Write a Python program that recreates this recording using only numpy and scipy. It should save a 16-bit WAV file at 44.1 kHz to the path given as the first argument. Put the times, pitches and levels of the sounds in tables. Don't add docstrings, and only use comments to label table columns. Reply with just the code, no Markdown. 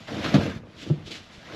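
import sys
import numpy as np
from scipy import signal
from scipy.fft import rfft, irfft, next_fast_len
from scipy.io import wavfile
from scipy.ndimage import uniform_filter1d

SR = 44100
rng = np.random.default_rng(int(sys.argv[2]) if len(sys.argv) > 2 else 0)


def ratio(d):
    e = np.asarray(d, float) / 20
    return 10 ** e


def store_wav(level_fs):
    pcm = np.round(np.clip(np.atleast_2d(level_fs), -1, 1) * 32767)
    wavfile.write(sys.argv[1], SR, pcm.T.astype(np.int16))


N = 68355
FIBRES_PER_S = 5000


def evened(x):
    return x / np.sqrt(np.mean(x ** 2) + 1e-20)


def read(points, hz):
    f, value = np.transpose(points)
    return np.interp(np.log(hz + 1), np.log(f + 1), value)


def add(mix, s, sound):
    part = mix[round(s * SR):][:len(sound)]
    part += sound[:len(part)]


def stroke(t, rise, fall, db):
    return ratio(db - 20 * np.maximum(t - rise, 0) / fall) * np.clip(t / rise, 0, 1)


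def colour(x, points, patchy_db):
    hz, _, z = signal.stft(x, SR, nperseg=512, noverlap=384)
    patches = uniform_filter1d(rng.standard_normal(z.shape), size=4, axis=0)
    patches = evened(uniform_filter1d(patches, size=10, axis=1))
    z = z * ratio(read(points, hz)[:, None] + patchy_db * patches)
    return evened(signal.istft(z, SR, nperseg=512, noverlap=384)[1][:N])


def grit(rate, spread_db):
    happens = rng.random(N) < rate / SR
    size = ratio(spread_db * np.minimum(rng.exponential(1, N), 4))
    return evened(happens * rng.choice([-1., 1.], N) * size)


def ring(modes, detune=1):
    t = np.arange(SR // 3) / SR
    out = 0
    for k, (hz, db, t60) in enumerate(modes):
        out = out + (-1) ** k * ratio(db - 60 * t / t60) * np.sin(2 * np.pi * hz * detune * t)
    return out


# [f/Hz, level/dB per Hz]
FLOOR_SPECTRUM = [(30, -36), (60, -22), (90, -1), (200, -1), (520, -18.5), (1030, -14.5), (4000, -30),
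                  (14000, -51)]


def outdoor_floor():
    return ratio(-52) * colour(rng.standard_normal(N), FLOOR_SPECTRUM, patchy_db=3.0)


# [start t/s, rise t/s, fall t/s, level/dB, f/Hz]
SWAYS = [
    (.46, .11, 0.071, -50.5, 52),
    (.24, .04, .05, -47, 57),
    (1.02, .03, 0.047, -47, 60),
    (0.67, 0.023, 0.047, -44.5, 90),
]


def sway():
    out = 0
    for s, rise, fall, db, hz in SWAYS:
        t = np.arange(N) / SR - s
        wobble = 1.5 * np.sin(2 * np.pi * 6.1 * t)
        out = out + stroke(t, rise, fall, db) * np.sin(2 * np.pi * hz * t + wobble)
    return out


# [f/Hz, t60/s]
CABIN_DECAY = [(100, 0.35), (500, 0.23), (3000, 0.12), (10000, 0.11)]


def cabin(x):
    taps = np.zeros(SR // 2)
    at = np.arange(120, len(taps) - 22, 22)
    taps[at + rng.integers(0, 22, len(at))] = rng.choice([-1., 1.], len(at))
    hz, t, z = signal.stft(taps, SR, nperseg=512)
    decay = ratio(-60 * t / read(CABIN_DECAY, hz)[:, None])
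    tail = signal.istft(z * decay, SR, nperseg=512)[1]
    return signal.fftconvolve(x, tail / np.linalg.norm(tail))[:N]


# [start t/s, rise t/s, fall t/s, level/dB, weight on the slats level/dB]
SCUFF_STROKES = [
    (0.709, 0.12, 0.079, -42.5, -5.5),
    (0.851, 0.032, 0.17, -53, 11),
    (1.034, 0.038, 0.095, -44.5, -11),
    (1.097, 0.02, 0.11, -39, -11),
    (1.132, 0.027, 0.046, -46.5, -30),
    (1.19, 0.051, 0.38, -60, -22),
    (1.267, 0.075, 0.29, -52.5, -9),
    (.001, 0.0025, 0.42, -52.5, -13),
]
# [f/Hz, level/dB per Hz]
CLOTH_SPECTRUM = [(400, -25), (800, -20.5), (1340, -8.5), (2000, -7.5), (2350, -5.5), (3430, -2),
                  (8000, -19), (14000, -35.5)]


def scuffs():
    env, load, t = np.zeros(N), np.zeros(N), np.arange(SR // 2) / SR
    for s, rise, fall, db, weight_db in SCUFF_STROKES:
        brush = stroke(t, rise, fall, db) * np.minimum(t / rise, 1)
        add(env, s, brush)
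        add(load, s, brush * ratio(weight_db))
    fibres = grit(FIBRES_PER_S, spread_db=-10.5) + 1.05 * rng.standard_normal(N)
    return env * colour(fibres, CLOTH_SPECTRUM, patchy_db=1.0) + rumble(load)


# [start t/s, rise t/s, fall t/s, level/dB, pitch factor]
HARD_PRESSES = [
    (1.102, 0.008, 0.09, -39, 1.0),
    (1.05, .022, 0.066, -46, 1.12),
    (0.241, 0.0074, 0.09, -34, .93),
    (1.136, 0.0056, .07, -47, 1.15),
]
# [f/Hz, level/dB, t60/s]
VARNISH_MODES = [(2392, -3, .02), (2730, -4, .02), (3010, -0.5, 0.017), (3486, -1, .018),
                 (3840, -2.5, 0.013), (4100, -2.5, 0.014), (4570, -3, .015), (5150, -6, .012)]


def presses():
    out, t = np.zeros(N), np.arange(SR // 4) / SR
    grains = grit(FIBRES_PER_S, spread_db=2.8)
    for s, rise, fall, db, pitch in HARD_PRESSES:
        sing = evened(signal.fftconvolve(grains, ring(VARNISH_MODES, pitch))[:N])
        sing = sing[round(s * SR):][:len(t)]
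        add(out, s, sing * stroke(t, rise, fall, db) * np.minimum(t / rise, 1))
    return out


# [t/s, level/dB, length/ms, direction of motion]
PUSHES = [(.3785, -15.5, 3.1, -1), (.383, -11.5, 4.4, -1), (0.48, -17, 3.1, -1), (.4325, -21, 4, -1),
          (0.32, -22.5, 4, -1), (.5605, -23, 4.3, 1), (.2025, -26, 3.9, -1), (.2895, -20, 3.7, -1),
          (.900, -19, 3.1, -1), (.9045, -15, 3, 1), (.9065, -17, 3, -1), (0.37, -33, 4.4, 1)]


def jolts():
    out = np.zeros(N)
    for s, db, length_ms, direction in PUSHES:
        add(out, s, direction * ratio(db) * np.hanning(round(length_ms * SR / 1000)))
    return out


# [t/s, level/dB, pitch factor]
TIP_TOUCHES = [(.633, -40, .9), (.669, -42, .95), (.899, -31, 1.002), (.4125, -25, 1.075),
               (.463, -26, 0.99), (.362, -18, 0.93), (0.48, -39.5, .55), (.60, -41.5, .58),
               (0.91, -40.5, .72), (.862, -37, .68), (1.2, -39, 0.52), (1.505, -39, .58), (.775, -41, .45),
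               (.535, -35.5, .5), (1.0, -42, .62), (1.072, -40, .72), (1.104, -39, .75), (1.12, -41, .62)]
# [f/Hz, level/dB, t60/s]
TIP_MODES = [(476, 1.5, 0.022), (634, 3, 0.0234), (910, -4, 0.017), (1298, -8, 0.035)]


def ticks():
    out = np.zeros(N)
    for s, db, pitch in TIP_TOUCHES:
        add(out, s, ratio(db) * np.convolve(ring(TIP_MODES, pitch), np.hanning(30) / 15))
    return out


# t/s, level/dB, swell t/s, free t/s, damping level/dB, t60 at rest/s
FRAME_DROP = (.3385, -10, .003, .029, -16, .22)
SEAT_THUD = (.9048, -14.5, .004, .0195, -10, .2)
# [f/Hz, level/dB, t60/s]
FRAME_MODES = [(141, -3.5, 1.), (93, -24, .25), (280, -2, .5), (200, -5, .6), (560, -14, .3),
               (690, -11, .05), (1165, -17, .09), (760, -15, .05), (625, -14, .12)]
# [f/Hz, level/dB, t60/s]
SEAT_MODES = [(153, 1, .8), (95, -13, .6), (335, -3, .06), (227, -14, .19), (580, -14, .04),
              (865, -24, .04), (1250, -16, .012)]


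def settle(modes, s, db, swell, free, damping_db, rest):
    t, out = np.arange(SR // 3) / SR, np.zeros(N)
    pressed = np.clip((t - free) / .005, 0, 1)
    held_db = damping_db * pressed - 60 * np.maximum(t - free, 0) / rest
    add(out, s, ring(modes) * (1 - np.exp(-t / swell)) * ratio(db + held_db))
    return out


# [t/s, level/dB, contact time/ms, share of the seat box 0-1]
BLOWS = [(.340, -23, 0.31, 0.2), (0.348, -25, 0.55, 0.03), (0.364, -24.5, 0.62, 0.4), (0.377, -24, 1.24, 0),
         (.405, -19.5, 1.08, 0.62), (0.433, -28.5, 0.55, 0.3), (0.455, -35, 1.15, 0.7),
         (0.462, -27, 0.57, 0.2), (0.482, -45, 0.79, 0.3), (.563, -33, 1.67, 0.57), (0.585, -29, 3.1, 0.55),
         (.618, -30, 2.57, 0.6), (0.863, -33.5, 0.4, 0.6), (0.393, -30, 1.2, 0.04),
         (0.900, -29.5, 0.94, 0.56), (0.972, -29, 2, 0.78), (1.043, -23.5, 4.2, .9), (1.076, -36, 0.6, 0.4),
         (1.106, -35, 1.15, 0.48), (1.092, -41.5, 0.52, 0.46), (1.196, -36, 2.2, 0.4),
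         (0.16, -26.5, 1.4, 0.26), (0.183, -30.5, 0.74, 0), (0.2, -25.5, 3.7, 0), (0.231, -27, 1.6, 0.24),
         (0.276, -25, 1.1, 0.13), (1.524, -35, 1.43, 0.05), (1.535, -36, 1.3, 0.46), (.871, -29, 1.56, 0.7),
         (.002, -36.5, 2.37, 0.98)]
# [f/Hz, level/dB, t60/s]
BOX_MODES = [(93.8, -12, 0.33), (149, -4, 0.078), (213.4, 6, 0.066), (358, 7, 0.037), (520, -26, 0.017)]


def knocks():
    crack_db, crack_t60 = -17.5, 0.075
    out, crack_env, t = np.zeros(N), np.zeros(N), np.arange(SR // 4) / SR
    detunes = rng.uniform(0.917, 1.075, (len(BLOWS), 2))
    for (s, db, contact_ms, share), detune in zip(BLOWS, detunes):
        body = (1 - share) * ring(SLAT_MODES, detune[0]) + share * ring(BOX_MODES, detune[1])
        phase = np.minimum(t[:600] * 1000 / (3 * contact_ms), 1)
        push = np.sin(np.pi * phase) ** 4
        add(out, s, ratio(db) * signal.fftconvolve(body, push / push.sum()))
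        crack = ratio(db + crack_db - 60 * t / crack_t60) * np.minimum(t / 0.0037, 1)
        add(crack_env, s, crack * (1 - share) / contact_ms ** 2)
    return out + crack_env * colour(grit(FIBRES_PER_S, spread_db=2.5), SCRAPE_SPECTRUM, patchy_db=-2.0)


# [t/s, level/dB, fall t/s]
GRAIN_CATCHES = [(.077, -42, 0.04), (.219, -39, 0.022), (.232, -37, .015), (.242, -29, 0.032),
                 (0.258, -36, .03), (.341, -28, 0.029), (.358, -33.5, 0.024), (.285, -36, .02),
                 (0.408, -42, 0.033), (0.431, -36.5, 0.033), (0.46, -42, 0.039), (.496, -41, 0.023),
                 (0.571, -50, 0.022), (.888, -46.5, 0.021), (1.187, -52, .015), (1.475, -52, 0.024),
                 (1.521, -42, .03)]
# [f/Hz, level/dB per Hz]
SCRAPE_SPECTRUM = [(300, -29.5), (600, -2), (900, -11), (1320, -8), (3350, -12), (5500, -21), (8000, -33),
                   (14000, -39.5)]


def spurts():
    env, t = np.zeros(N), np.arange(SR // 8) / SR
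    for s, db, fall in GRAIN_CATCHES:
        add(env, s, ratio(db - 20 * t / fall) * np.minimum(t / 0.0015, 1))
    return env * colour(grit(FIBRES_PER_S / 2, spread_db=2.0), SCRAPE_SPECTRUM, patchy_db=1.5)


# [f/Hz, level/dB, t60/s]
SLAT_MODES = [(90.4, -10, 0.22), (154.5, -7, 0.085), (173, -7.5, 0.14), (201.3, 0.5, 0.054),
              (276, 1, 0.072), (345.6, 0.5, 0.034), (465, 0, 0.035), (588, 1, 0.017), (684, -8.5, 0.062),
              (810, -50, .04), (1110, -30, 0.11), (1396, -11.5, 0.033), (2150, -33, .03)]


def rumble(level):
    slips_per_s, out = 600, 0
    for detune in (.94, 1.0, 1.07):
        body = np.convolve(ring(SLAT_MODES, detune), np.hanning(36))
        slips = grit(slips_per_s / 3, spread_db=2.4) * level
        out = out + signal.fftconvolve(slips, body / np.linalg.norm(body))[:N]
    return ratio(-0.5) * out


# [t/s, sliding level/dB, weight on the frame level/dB]
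DRAG_COURSE = [(0.062, -51, -24), (0.083, -40.5, -4), (.13, -39.5, -1), (0.189, -37, 2), (0.212, -38, -9),
               (0.248, -31.5, 0.5), (.30, -34, -8.5), (0.339, -34, 4), (.40, -36.5, 2.5), (0.431, -35, -2),
               (0.469, -39.5, 6.5), (.51, -40.5, -5.5), (0.578, -47, -3.5), (.62, -69, 11.5),
               (0.73, -55, -2), (1.40, -56, -23), (1.472, -47, -6.5), (1.55, -42.5, 2.5)]


def drag():
    s, level_db, weight_db = np.transpose(DRAG_COURSE)
    t = np.arange(N) / SR
    slide = ratio(np.interp(t, s, level_db))
    fibres = grit(FIBRES_PER_S, spread_db=3.0) + 0.99 * rng.standard_normal(N)
    scrape = colour(fibres, SCRAPE_SPECTRUM, patchy_db=2.5)
    return slide * scrape + rumble(slide * ratio(np.interp(t, s, weight_db)))


def scene():
    wood = drag() + knocks() + ticks() + jolts() + scuffs()
    wood = wood + settle(FRAME_MODES, *FRAME_DROP) + settle(SEAT_MODES, *SEAT_THUD)
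    low_cut = signal.butter(4, 75, "high", fs=SR, output="sos")
    near = signal.sosfilt(low_cut, wood)
    room = ratio(-15) * cabin(near)
    return (near + room + outdoor_floor() + sway() + presses() + spurts())[None]


def low_pass(x):
    return signal.sosfilt(signal.butter(12, 13720, fs=SR, output="sos"), x)


# [f/Hz, level/dB]
PORT_RESPONSE = [(7500, 0), (8900, -8), (9100, -21), (9300, -8), (10800, 0), (12000, -2), (13500, -16.5)]


def record(dry):
    size = next_fast_len(N + 4096)
    port = ratio(read(PORT_RESPONSE, np.fft.rfftfreq(size, 1 / SR)))
    mix = irfft(rfft(dry, size) * port, size)[:, :N]
    return low_pass(mix)


dry = scene()
out = record(dry)
store_wav(out)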